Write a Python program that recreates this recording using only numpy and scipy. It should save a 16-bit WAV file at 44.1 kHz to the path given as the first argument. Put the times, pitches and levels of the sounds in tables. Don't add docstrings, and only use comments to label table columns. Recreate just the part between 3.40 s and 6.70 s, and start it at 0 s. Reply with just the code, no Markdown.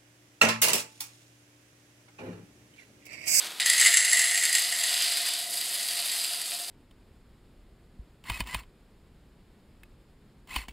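import sys
import numpy as np
from scipy import signal
from scipy.fft import rfft, irfft
from scipy.io import wavfile

SR = 44100
rng = np.random.default_rng(int(sys.argv[2]) if len(sys.argv) > 2 else 0)


def dump(signal):
    limited = np.clip(np.atleast_2d(signal).T, -1, 1)
    pcm = np.round(limited * 32767).astype(np.int16)
    wavfile.write(sys.argv[1], SR, pcm)


N = 145530

# (time [s], drive of beans on beans [dB], drive of beans on the bare hopper [dB],
# tilt of the bean clicks [dB per octave], low ring of the hopper against its high ring [dB])
POUR_COURSE = [(0.2, -26.5, -29.5, -3.5, 3), (0.25, -32, -35, -7, 2), (0.26, -21, -46, 2.5, 2.5),
               (0.28, -25.5, -42, 0.5, -0.5), (0.39, -26, -26, -1, -0.5), (0.44, -24.5, -24, 0.5, 1),
               (0.6, -34.5, -26.5, -1.5, 0), (0.8, -29.5, -27.5, 0.5, -1.5), (0.93, -33.5, -29, 0.5, -0.5),
               (1.22, -28, -39, 1.5, -2), (1.26, -33, -34.5, 0.5, -1), (1.67, -27.5, -37, -0.5, -7),
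               (1.86, -32.5, -43, 1, 0.5), (1.87, -29, -47, -1.5, -8), (2.09, -39.5, -44.5, 5, -1),
               (2.13, -34.5, -50, 4.5, 1.5), (2.71, -32, -42, 2, -3), (3.3, -39.5, -51, 4, -10)]
# (time [s], relative drive of bean on bean [dB],
# relative drive of the bare hopper [dB])
LOUD_LANDINGS = [(0.1996, 1, -26.5), (0.2268, -3, -32), (0.2606, 0, -11.5), (0.2993, 4.5, -12.5),
                 (0.333, -4, -16), (0.38, -15, -15.5), (0.3987, -9, -10.5), (0.4118, -17, -8.5),
                 (0.448, -17, -14.5), (0.4603, 4, -9.5), (0.516, -22, -38), (0.539, 2, -11.5),
                 (0.5705, -9, -9), (0.6246, -22, -21), (0.648, 2, -15.5), (0.7037, -17, -35),
                 (0.7141, -6, -20), (0.7308, -4, -12), (0.772, -4, -16), (0.793, -3, -14.5),
                 (0.8169, -15, -15), (0.8416, -22, -16), (0.891, -8, -29), (0.9113, -15, -15.5),
                 (0.9442, -19, -18.5), (0.9765, 1, -19), (1.015, -22, -30), (1.0351, -13, -16),
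                 (1.0527, 0, -17), (1.0933, -25, -18), (1.1277, -5, -17.5), (1.151, -2, -12),
                 (1.1821, -5, -16), (1.3026, -20, -41), (1.3231, -10, -17), (1.3901, -25, -29),
                 (1.396, -24, -37.5), (1.437, -2, -18), (1.4615, -10, -25), (1.5216, -21, -37),
                 (1.5406, 0, -25.5), (1.5684, 1, -45), (1.6045, -17, -27), (1.6226, 0.5, -21),
                 (1.642, -9, -29), (1.662, -11, -28), (1.689, -10, -46), (1.7623, -18, -47),
                 (1.7707, -1, -24.5), (1.829, -22, -31), (1.8655, -30, -22), (1.8883, -4, -51),
                 (1.9159, -22, -38), (1.936, -2, -26), (2.0606, -33, -45), (2.1274, -22, -31),
                 (2.1394, -9, -34), (2.2115, -2.5, -31), (2.4292, -10, -27.5), (2.4694, -21, -39),
                 (2.4866, -0.5, -50), (2.5225, -35, -48), (2.537, -34.5, -53), (2.564, -23, -45),
                 (2.6438, -24, -51), (2.6587, -28, -35), (2.7156, -6, -30), (2.766, -5, -37),
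                 (2.8453, -2, -36), (2.8997, -19, -28.5), (3.0152, -7, -43), (3.0882, -14, -37)]
POUR_START_S = 0.199


def amp(db):
    return 10 ** (np.asarray(db) / 20)


def rms_one(x):
    return x / np.sqrt(np.mean(x ** 2) + 1e-20)


def in_time(rows):
    seconds, *columns = np.transpose(rows)
    t = np.arange(N) / SR
    return [np.interp(t, seconds, column) for column in columns]


def at_hz(points, hz):
    point_hz, point_db = np.array(points).T
    return np.interp(np.log(hz), np.log(point_hz), point_db)


def drift(rate_hz):
    step = 40
    pole = np.exp(-2 * np.pi * rate_hz * step / SR)
    noise = rng.standard_normal(N // step + 2002)
    slow = signal.lfilter([1], [1, -2 * pole, pole ** 2], noise)[2000:]
    return np.interp(np.arange(N) / step, np.arange(len(slow)), rms_one(slow))


def ring(clicks, hz, t60_s):
    pole = amp(-60 / (t60_s * SR))
    angle = 2 * np.pi * hz / SR
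    feedback = [1, -2 * pole * np.cos(angle), pole ** 2]
    return signal.lfilter([0, np.sin(angle)], feedback, clicks + 1e-18)


def touches(per_s, uneven_db, clump_db):
    uneven = uneven_db * np.minimum(rng.exponential(1, N), 5)
    sizes = amp(uneven + clump_db * drift(31)) * rng.choice([-1, 1], N)
    return rms_one(sizes * (rng.random(N) < per_s / SR))


def falling_touches(per_s, uneven_db, clump_db):
    falling = np.arange(N) >= POUR_START_S * SR
    return touches(per_s, uneven_db, clump_db) * falling


def landings(db):
    spread_s, count = 0.002, 10
    out = np.zeros(N + SR)
    start_s = np.array(LOUD_LANDINGS)[:, :1]
    chance = rng.random((len(LOUD_LANDINGS), count))
    late_s = -np.log(1 - chance) * spread_s * (np.arange(count) > 0)
    samples = ((start_s + late_s) * SR).astype(int)
    np.add.at(out, samples, amp(db)[:, None] * (-1.) ** np.arange(count))
    return out[:N]


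def clatter(clicks, spectrum, cycles, tilt_db=0):
    share = .25
    pitches = np.geomspace(spectrum[0][0], 15600, 36)
    gains = amp(at_hz(spectrum, pitches)) * pitches
    out = 0
    for hz, gain in zip(pitches, gains):
        tilt = amp(tilt_db * np.log2(max(hz, 2000) / 4000))
        struck = clicks * (rng.random(N) < share) * tilt
        ringing = ring(struck, hz, cycles / hz)
        out = out + gain * signal.lfilter(*signal.iirpeak(hz, cycles / 4, SR), ringing)
    power = np.sum(gains ** 2 / pitches) * share * cycles * SR / 27.6
    return out / np.sqrt(power)


def body(clicks, modes, low_db=0):
    out, power = 0, 0
    for hz, db, t60_s in modes:
        low_gain = amp(low_db * (hz < 2500))
        struck = clicks * rng.standard_normal(N) * low_gain
        out = out + amp(db) * ring(struck, hz, t60_s)
        power += amp(db) ** 2 * t60_s * SR / 27.6
    return out / np.sqrt(power)


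def beans_in_tub():
    # (time [s], drive [dB])
    slide_course = [(0, -34.5), (.1, -40), (.16, -43.5), (.2, -43.5), (.3, -52)]
    # (frequency [Hz], relative density [dB per Hz])
    tub_spectrum = [(240, -50), (400, 8), (739, -30), (960, 9), (2990, 8.5), (3710, 16.5), (5880, 6),
                    (11200, 6), (15700, -85)]
    contacts = amp(in_time(slide_course)[0]) * touches(5300, 3.1, 1.4)
    return clatter(contacts, tub_spectrum, 4.3)


def room_tone():
    # (frequency [Hz], relative level [dB])
    floor_spectrum = [(25, -24), (60, 1), (110, 9), (250, 13.5), (450, 17.5), (800, -9), (1300, -27),
                      (2500, -16), (6000, -20)]
    # (frequency [Hz], middle rms level [dB])
    hum_partials = [(161.5, -75.5), (199.2, -78), (323, -72)]
    hz = np.fft.rfftfreq(N, 1 / SR) + 1
    shape = amp(at_hz(floor_spectrum, hz) - hz / 300)
    air = rms_one(irfft(rfft(rng.standard_normal(N)) * shape, N))
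    out = amp(-63) * air
    t = np.arange(N) / SR
    for partial_hz, db in hum_partials:
        level = amp(db + 2.0 * drift(1.7))
        out = out + level * np.sqrt(2) * np.sin(2 * np.pi * partial_hz * t)
    return out


def radiated(walls):
    return signal.sosfilt(signal.butter(4, 1600, "high", fs=SR, output="sos"), walls)


def beans_on_bare_hopper():
    # (frequency [Hz], relative level [dB], t60 [s])
    bare_modes = [(1843, -1, 0.033), (1924, 4, 0.032), (2003.4, 4.5, 0.041), (2185, 0, 0.022),
                  (2820, 3.5, 0.011), (4260, -1, 0.015), (6480, 8, 0.0075), (7540, 3.5, 0.046),
                  (7600, -15, 0.01), (7940, -25.5, 0.0067), (7910, -20, 0.09), (8025, -5, 0.06),
                  (10160, -7, 0.025), (10150, 11, 0.0083)]
    # (frequency [Hz], relative density [dB per Hz])
    clack_spectrum = [(710, -46), (1200, -24), (1550, -62), (1970, -31), (2260, -24), (4360, -3),
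                      (5710, -6), (7640, 4.5), (10700, -3.5), (15700, -67)]
    _, bare_db, _, low_db = in_time(POUR_COURSE)
    landing_db = np.transpose(LOUD_LANDINGS)[2] + 8.5
    contacts = amp(bare_db) * falling_touches(1500, 3.36, 1.6) + landings(landing_db)
    clack = amp(-0.5) * clatter(contacts, clack_spectrum, 32.6)
    return clack + radiated(body(contacts, bare_modes, low_db))


def beans_on_beans(steady):
    # (frequency [Hz], relative density [dB per Hz])
    click_spectrum = [(800, -25), (1200, -37), (1600, -24), (2200, -10.5), (2900, -3.5), (3840, 0.5),
                      (4870, 2.5), (5900, -12.5), (9300, -1.5), (11800, -9), (15700, -67)]
    # (frequency [Hz], relative level [dB], t60 [s])
    filled_modes = [(4450, -7, .015), (4850, 0, .03), (5000, -6, .02)]
    pile_db, _, tilt_db, _ = in_time(POUR_COURSE)
    landing_db = np.transpose(LOUD_LANDINGS)[1] - 11.5
    contacts = amp(pile_db) * steady + landings(landing_db)
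    rattle = clatter(contacts, click_spectrum, 7.94, tilt_db)
    return rattle + radiated(amp(-7.5) * body(contacts, filled_modes))


def hopper_air(steady):
    # (time [s], drive [dB])
    air_course = [(.2, -52.5), (.6, -52), (1.2, -52.5), (1.6, -50.5), (2.2, -52.5), (2.8, -51.5),
                  (3.1, -54), (3.3, -54.5)]
    # (frequency [Hz], relative level [dB], t60 [s])
    air_modes = [(590, -11, .07), (682, 0, .11), (706, -1, .1), (785, -10, .07), (975, -10, .07),
                 (1150, -10, .02)]
    hum = body(amp(in_time(air_course)[0]) * steady, air_modes)
    return signal.sosfilt(signal.butter(2, [500, 1300], "band", fs=SR, output="sos"), hum)


def scatter(x):
    near_delays = [.17, .3, .55]
    for ms in near_delays:
        a = np.zeros(int(ms * SR / 1000) + 1)
        a[0], a[-1] = 1, -.5
        x = signal.lfilter(a[::-1], a, np.append(x, 0 * a))[len(a):]
    return x


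def echoes(x):
    t60_s, gap_s, wall_cut_hz = .38, .004, 6800
    t = np.arange(int(.6 * SR)) / SR
    tail = rng.standard_normal(len(t)) * amp(-60 * t / t60_s) * (t > gap_s)
    tail = signal.lfilter(*signal.butter(1, wall_cut_hz, fs=SR), tail)
    return signal.fftconvolve(x, tail / np.sqrt(np.sum(tail ** 2)))[:N]


def scene():
    steady = falling_touches(3000, 2.26, 1.53)
    beans = beans_in_tub() + beans_on_bare_hopper() + beans_on_beans(steady) + hopper_air(steady)
    near = scatter(beans)
    in_room = near + amp(-5.5) * echoes(near)
    return np.tile(amp(-1.0) * in_room + room_tone(), (2, 1))


def record(dry):
    dip_centres = [5700, 6900, 15020]
    # (width [Hz], gain at the centre [dB])
    dip_shapes = [(480, -6.5), (304, -4), (540, -27)]
    for hz, (width_hz, db) in zip(dip_centres, dip_shapes):
        b, a = signal.iirpeak(hz, hz / width_hz, SR)
        dry = dry - (1 - amp(db)) * signal.lfilter(b, a, dry)
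    return signal.sosfilt(signal.ellip(12, .5, 60, 15750, fs=SR, output="sos"), dry)


dry = scene()
out = record(dry)
dump(out)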